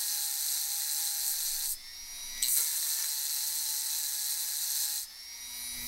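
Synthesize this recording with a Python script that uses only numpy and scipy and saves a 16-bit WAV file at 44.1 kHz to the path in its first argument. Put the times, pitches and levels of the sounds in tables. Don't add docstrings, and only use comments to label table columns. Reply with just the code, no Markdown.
import sys
import numpy as np
from scipy import signal
from scipy.fft import rfft, irfft, next_fast_len
from scipy.io import wavfile
from scipy.ndimage import uniform_filter1d, map_coordinates

SR = 44100
rng = np.random.default_rng(int(sys.argv[2]) if len(sys.argv) > 2 else 0)


def int16_out(signal):
    q = np.round(np.clip(np.atleast_2d(signal).T, -1, 1) * 32767)
    wavfile.write(sys.argv[1], SR, q.astype(np.int16))


N = 258867

# frequency in Hz, relative level in dB.
DRONE_SPECTRUM = [(20, 1.5), (30, 7), (45, -2), (62, 3), (90, -13), (130, -19), (300, -30), (1000, -40),
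                  (8000, -54)]
# middle and length in seconds, microphone sway in dB, sleeve rustle in dB.
ARM_MOVES = [(1.78, 0.05, -69, -64), (1.917, 0.79, -43.5, -87), (2.358, 0.12, -62, -67),
             (5.6, 0.44, -68, -65.5), (5.82, 0.15, -51, -54)]

# time in seconds, speed it would cost in turns per second.
HAND_DRAG = [(0, 37.5), (0.42, 48.7), (0.71, 34.3), (1.35, 49.4), (1.65, 33.4), (1.71, 0), (2.45, 0),
             (2.67, 25.3), (3.1, 35.8), (3.4, 26.3), (3.85, 30.3), (4.1, 39.4), (4.35, 28.3), (4.48, 40.3),
             (5, 36.3), (5.03, 0)]
# multiple of the shaft speed,
# relative level in dB, strength of a side tone just above it as a share of the main tone.
WHINE_TONES = [(4, -17, 0), (8, -5, 1), (9, -3.5, 1), (10, -16, .5), (12, -17, 0), (16, -0.5, .6),
               (17, -8, .4), (18, -6, .4), (19, -14, 0), (20, -7, 0), (25, -10, .3), (27, -14, 0),
               (32, -12, .4), (40, -1, .2), (41, -8, .2), (43, -13, 0), (45, -12, .4), (46, -12, 0),
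               (48, -3, .3), (49, -12, 0), (51, -14, 0), (56, -2, .3), (64, -13, .2)]
# pitch in Hz, width in Hz, gain in dB.
CASING_MODES = [(2315, 170, 2.5), (3860, 87, 1.5), (9800, 130, 6), (11600, 110, 5), (13800, 200, 6)]
# frequency in Hz, relative level in dB.
AIR_SPECTRUM = [(150, -20.5), (500, -20.5), (900, -9), (1450, -14), (2100, -7), (2700, -11), (3600, -10),
                (4050, -0.5), (4900, 2), (5900, -3), (7000, -8.5), (8600, -7.5), (10800, -2.5),
                (15700, -12.5)]
# time in seconds, treble gain in dB.
VENT_FACING = [(5.3, -3), (5.55, 1), (5.7, 0), (5.85, 3)]

# start in seconds, strength in dB.
BRUSH_TOUCHES = [(2.377, -28), (2.4216, -24.5)]
# pitch in Hz, width in Hz, gain in dB.
BOUNCE_MODES = [(2920, 60, -6), (4100, 210, 5), (6700, 500, -6), (7800, 190, 0.5), (8340, 95, 8.5),
                (9400, 120, -3), (12600, 1600, -5.5)]
# start in seconds, strength in dB.
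SEATING_KNOCKS = [(2.598, -28)]
# pitch in Hz, width in Hz, gain in dB.
HOUSING_MODES = [(344, 18, -19), (470, 17, 4), (1400, 42, 5)]
# start in seconds, strength in dB.
GRIT_SNAGS = [(2.572, -21), (2.594, -12), (2.6464, -17), (3.025, -12), (3.706, -18.5)]
# pitch in Hz, width in Hz, gain in dB.
STEEL_MODES = [(4014, 55, 4.5), (4140, 56, 4), (4410, 83, 0), (4960, 40, -13), (5660, 310, -7.5),
               (6010, 270, -1), (6730, 100, -8.5), (6740, 67, -3.5), (7640, 103, 0.5), (8245, 228, 3),
               (9170, 72, -1), (9560, 76, -1.5), (10060, 450, -5), (11320, 60, -2.5), (11900, 160, -10),
               (12900, 340, -2.5), (13950, 530, -6), (15500, 640, -23)]
# frequency in Hz, relative level in dB.
SCRATCH_SPECTRUM = [(1500, -88), (2900, -7.5), (3550, 4), (3770, 2), (4000, 10), (5200, 2), (6200, 4.5),
                    (7100, 1.5), (10100, -4), (10750, -6.5), (11400, 3.5), (13800, -8.5), (14900, -11),
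                    (15700, 1.5)]
# frequency in Hz, relative level in dB.
RATTLE_SPECTRUM = [(200, -66), (330, -9.5), (400, -17), (465, -8.5), (540, -25.5), (750, -6.5),
                   (1000, -4.5), (1180, -9), (1450, -0.5), (1950, 2.5), (2200, -1), (2500, -3), (2750, -4),
                   (3300, -4.5), (4500, -18.5)]
# multiple of the shaft speed, relative level in dB.
GROWL_TONES = [(3, -17), (4, -6), (5, -10), (7, -11), (8, -2), (9, -5), (10, -9), (11, -13), (12, -7),
               (13, -8), (14, -11)]
# pitch in Hz, width in Hz, gain in dB.
GROWL_HOUSING_MODES = [(828, 57, 7)]
# start and end in seconds, then base levels of ring, hiss and body in dB.
WHEEL_PASSES = [(0, 1.752, -39.5, -33, -51.3), (2.482, 5.062, -39.5, -34.5, -53.5)]
# middle and length in seconds, amount from 0 to 1, hiss gain in dB.
WHEEL_SKIMS = [(1.291, 0.084, 0.03, 4), (1.719, 0.087, 0.78, 1.5), (2.521, .08, .8, 6),
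               (5.04, 0.08, 0.6, -5)]
# middle and length in seconds, then gains of ring, hiss and body in dB.
WHEEL_BITES = [(2.575, 0.024, 4.5, 6.5, 5.5), (2.61, 0.053, 0.5, 4.5, 4), (2.92, 0.09, 2.7, 3, 3),
               (3.024, 0.1, -0.5, 0.5, 5), (4.826, 0.074, .5, 1.5, 1)]

FREE_SPEED, WORK_SPEED = 244.65, 207
MAINS_PULSE_HZ, TOP_HZ = 120, 15780


def amp(db):
    return 10 ** (np.asarray(db) / 20)


def unit(x):
    return x / np.sqrt(np.mean(x ** 2) + 1e-20)


def curves(rows):
    times, *columns = np.transpose(rows)
    return [np.interp(np.arange(N) / SR, times, column) for column in columns]


def wobble(rate):
    return map_coordinates(rng.standard_normal(int(N * rate / SR) + 4), [np.arange(N) * rate / SR])


def swell(s, length, steep=2):
    return np.exp(-np.abs(2 * (np.arange(N) / SR - s) / length) ** steep)


def filtered(x, response):
    size = next_fast_len(N + SR // 2)
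    return irfft(rfft(x, size) * response(np.fft.rfftfreq(size, 1 / SR)), size)[:N]


def below(x, cutoff_hz):
    return filtered(x, lambda hz: 1 / (1 + (hz / cutoff_hz) ** 10))


def gain_at(hz, spectrum):
    points_hz, db = np.transpose(spectrum)
    return amp(np.interp(np.log(hz + 1), np.log(points_hz), db))


def noise(spectrum, envelope=1):
    return unit(filtered(envelope * rng.standard_normal(N), lambda hz: gain_at(hz, spectrum)))


def ringing(force, modes, direct=lambda hz: 0):
    def response(hz):
        power = direct(hz) ** 2
        for pitch, width, db in modes:
            power += (amp(db) * hz * width) ** 2 / ((pitch ** 2 - hz ** 2) ** 2 + (hz * width) ** 2)
        cepstrum = irfft(np.log(power + 1e-9) / 2)
        half = len(cepstrum) // 2
        return np.exp(rfft(np.r_[cepstrum[0], 2 * cepstrum[1:half]], len(cepstrum)))
    return filtered(force, response)


def background(drone_db=-69):
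    sway_gain, sleeve_gain = sum(np.outer(amp(levels), swell(s, length))
                                 for s, length, *levels in ARM_MOVES)
    sway = noise([(8, -19), (16, 10), (30, -37), (70, -25), (200, -80)])
    sleeve = noise([(12, -24), (25, 2), (85, -4.5), (150, -15.5), (300, -19), (700, -27), (3000, -65)])
    return amp(drone_db) * noise(DRONE_SPECTRUM) + sway_gain * sway + sleeve_gain * sleeve


def workshop_echo(x, fade_s=0.12, echo_db=-9):
    t = np.arange(SR // 3) / SR
    tail = rng.standard_normal(len(t)) * amp(-60 * t / fade_s) * (t > .002)
    return x + amp(echo_db) * signal.fftconvolve(x, tail / np.linalg.norm(tail))[:N]


def shaft(inertia_s=.232, flutter=.0004):
    drag, = curves(HAND_DRAG)
    keep = np.exp(-1 / (inertia_s * SR))
    speed = FREE_SPEED - drag[0] - signal.lfilter([1 - keep], [1, -keep], drag - drag[0])
    turns = np.cumsum(speed * (1 + flutter * wobble(45))) / SR
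    return speed, turns


def revving(speed, free_db, stalled_db, knee):
    return stalled_db + (free_db - stalled_db) * np.exp((speed - FREE_SPEED) / knee)


def motor(speed, turns):
    facing_db, = curves(VENT_FACING)
    drag, = curves(HAND_DRAG)
    braced_db = -6 * np.clip(drag / 12, 0, 1)
    whistle_db = revving(speed, free_db=-47, stalled_db=-89, knee=102) - facing_db + 1.4 * braced_db
    whine_db = revving(speed, free_db=-51.5, stalled_db=-71.5, knee=16.2) + braced_db / 2
    air_db = revving(speed, free_db=-42, stalled_db=-50, knee=8) + braced_db / 2
    hum_db = revving(speed, free_db=-55.5, stalled_db=-79, knee=4.4) + 1.5 * facing_db + braced_db
    mains = 2 * np.pi * MAINS_PULSE_HZ * np.arange(N) / SR

    def tone(multiple, side):
        phase = 2 * np.pi * (multiple * turns + rng.random()) + 0.12 * wobble(30)
        return np.sqrt(2) * (np.sin(phase) + side * np.sin(phase + mains))

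    tones = sum(amp(db + 3.5 * wobble(12)) * tone(multiple, side) for multiple, db, side in WHINE_TONES)
    whine = amp(whine_db) * ringing(tones, CASING_MODES, direct=lambda hz: amp(-2))
    whistle = tone(24, side=0.11) * amp(whistle_db + 0.4 * wobble(14))
    air = amp(air_db + 0.38 * wobble(22.92)) * noise(AIR_SPECTRUM)
    hum = amp(hum_db) * tone(1, side=0)
    hum_side = amp(-80 + braced_db / 2) * np.sin(2 * np.pi * turns + mains)
    sound = whine + whistle + air + hum + hum_side
    lows = below(sound, cutoff_hz=7000)
    return lows + amp(facing_db) * (sound - lows)


def scuffs(events, rise_s, gain_db):
    force, t = np.zeros(N + SR), np.arange(SR // 40) / SR
    burst = t / rise_s * np.exp(1 - t / rise_s)
    for s, db in events:
        force[round(s * SR):][:len(t)] += amp(db + gain_db) * burst * rng.standard_normal(len(t))
    return force[:N]


def chatter(landing_s=2.4261, gap_s=.0081, first_db=-14.5, loss_db=1.2, count=8):
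    bounces = [(landing_s + k * gap_s, first_db - k * loss_db) for k in range(count)]
    return ringing(scuffs(BRUSH_TOUCHES + bounces, rise_s=.00089, gain_db=3), BOUNCE_MODES)


def knock():
    return ringing(scuffs(SEATING_KNOCKS, rise_s=.0015, gain_db=-0.5), HOUSING_MODES)


def spindle(force, scratch_db=-8):
    sound = ringing(force, STEEL_MODES, lambda hz: amp(scratch_db) * gain_at(hz, SCRATCH_SPECTRUM))
    return signal.sosfilt(signal.butter(8, 3700, "high", fs=SR, output="sos"), sound)


def snags():
    return spindle(scuffs(GRIT_SNAGS, rise_s=.0002, gain_db=-4))


def contact(speed, attack_s=.012, release_s=.032, least_skim=.17):
    t = np.arange(N) / SR
    gains = 0
    for start, end, *levels in WHEEL_PASSES:
        fade_in = np.clip((t - start) / attack_s + 1, 0, 1)
        fade_out = np.clip((end - t) / release_s, 0, 1)
        gains += np.outer(amp(levels), fade_in * fade_out)
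    skim = np.clip(sum(share * swell(s, length, steep=3) for s, length, share, _ in WHEEL_SKIMS), 0, 1)
    skim_hiss_db = sum(db * swell(s, length, steep=2.9) for s, length, _, db in WHEEL_SKIMS)
    change_db = np.array([-9 * skim, skim_hiss_db, -14 * skim])
    change_db += np.outer([-0.0148, 0.08, 0.1478], speed - WORK_SPEED)
    change_db += sum(np.outer(levels, swell(s, length)) for s, length, *levels in WHEEL_BITES)
    return np.maximum(skim, least_skim), gains * amp(change_db + .5 * wobble(11))


def pressure(turns, skim, bump_db=4, oval_db=2, bounce_db=3, bounce_hz=150, skim_db=9, grip_db=.5):
    angle = 2 * np.pi * turns
    bounce = 2 * np.pi * np.cumsum(bounce_hz * (1 + 0.086 * wobble(60))) / SR
    seated_db = bump_db * np.cos(4 * angle) + oval_db * np.cos(2 * angle) + bounce_db * np.cos(bounce)
    press = amp(skim * skim_db * np.cos(angle) + (1 - skim) * seated_db)
    local_level = np.sqrt(uniform_filter1d(press ** 2, size=900))
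    return press / local_level * amp(grip_db * wobble(50))


def grit(turns, repeat_share=.12, grain_db=2.1):
    rim = rng.standard_normal(200)
    worn = map_coordinates(rim, [turns % 1 * len(rim)], mode="grid-wrap")
    fresh = unit(rng.standard_normal(N) * amp(grain_db * wobble(7000)))
    return np.sqrt(repeat_share) * worn + np.sqrt(1 - repeat_share) * fresh


def growl(speed, turns, waver_db=1.8):
    load = np.clip((FREE_SPEED - speed) / 31, 0, 1)
    shake = 0
    for multiple, db in GROWL_TONES:
        gain = amp(db + waver_db * wobble(14))
        shake += gain * np.sin(2 * np.pi * (multiple * turns + rng.random()) + 0.081 * wobble(40))
    return load * unit(ringing(shake, GROWL_HOUSING_MODES, direct=lambda hz: 1))


def grinding(speed, turns):
    skim, (ring_gain, hiss_gain, body_gain) = contact(speed)
    press = pressure(turns, skim)
    steel = spindle(press * grit(turns))
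    ring = below(steel, cutoff_hz=7000)
    hiss = steel - ring
    rattle = noise(RATTLE_SPECTRUM, envelope=press)
    body = amp(-2) * rattle + amp(-4) * growl(speed, turns)
    return ring_gain * unit(ring) + hiss_gain * unit(hiss) + body_gain * body


def scene():
    speed, turns = shaft()
    tool = snags() + knock() + motor(speed, turns) + grinding(speed, turns) + chatter()
    mono = workshop_echo(tool) + background()
    return np.array([mono, mono])


def record(dry):
    return np.array([filtered(channel, lambda hz: hz < TOP_HZ) for channel in dry])


dry = scene()
out = record(dry)
int16_out(out)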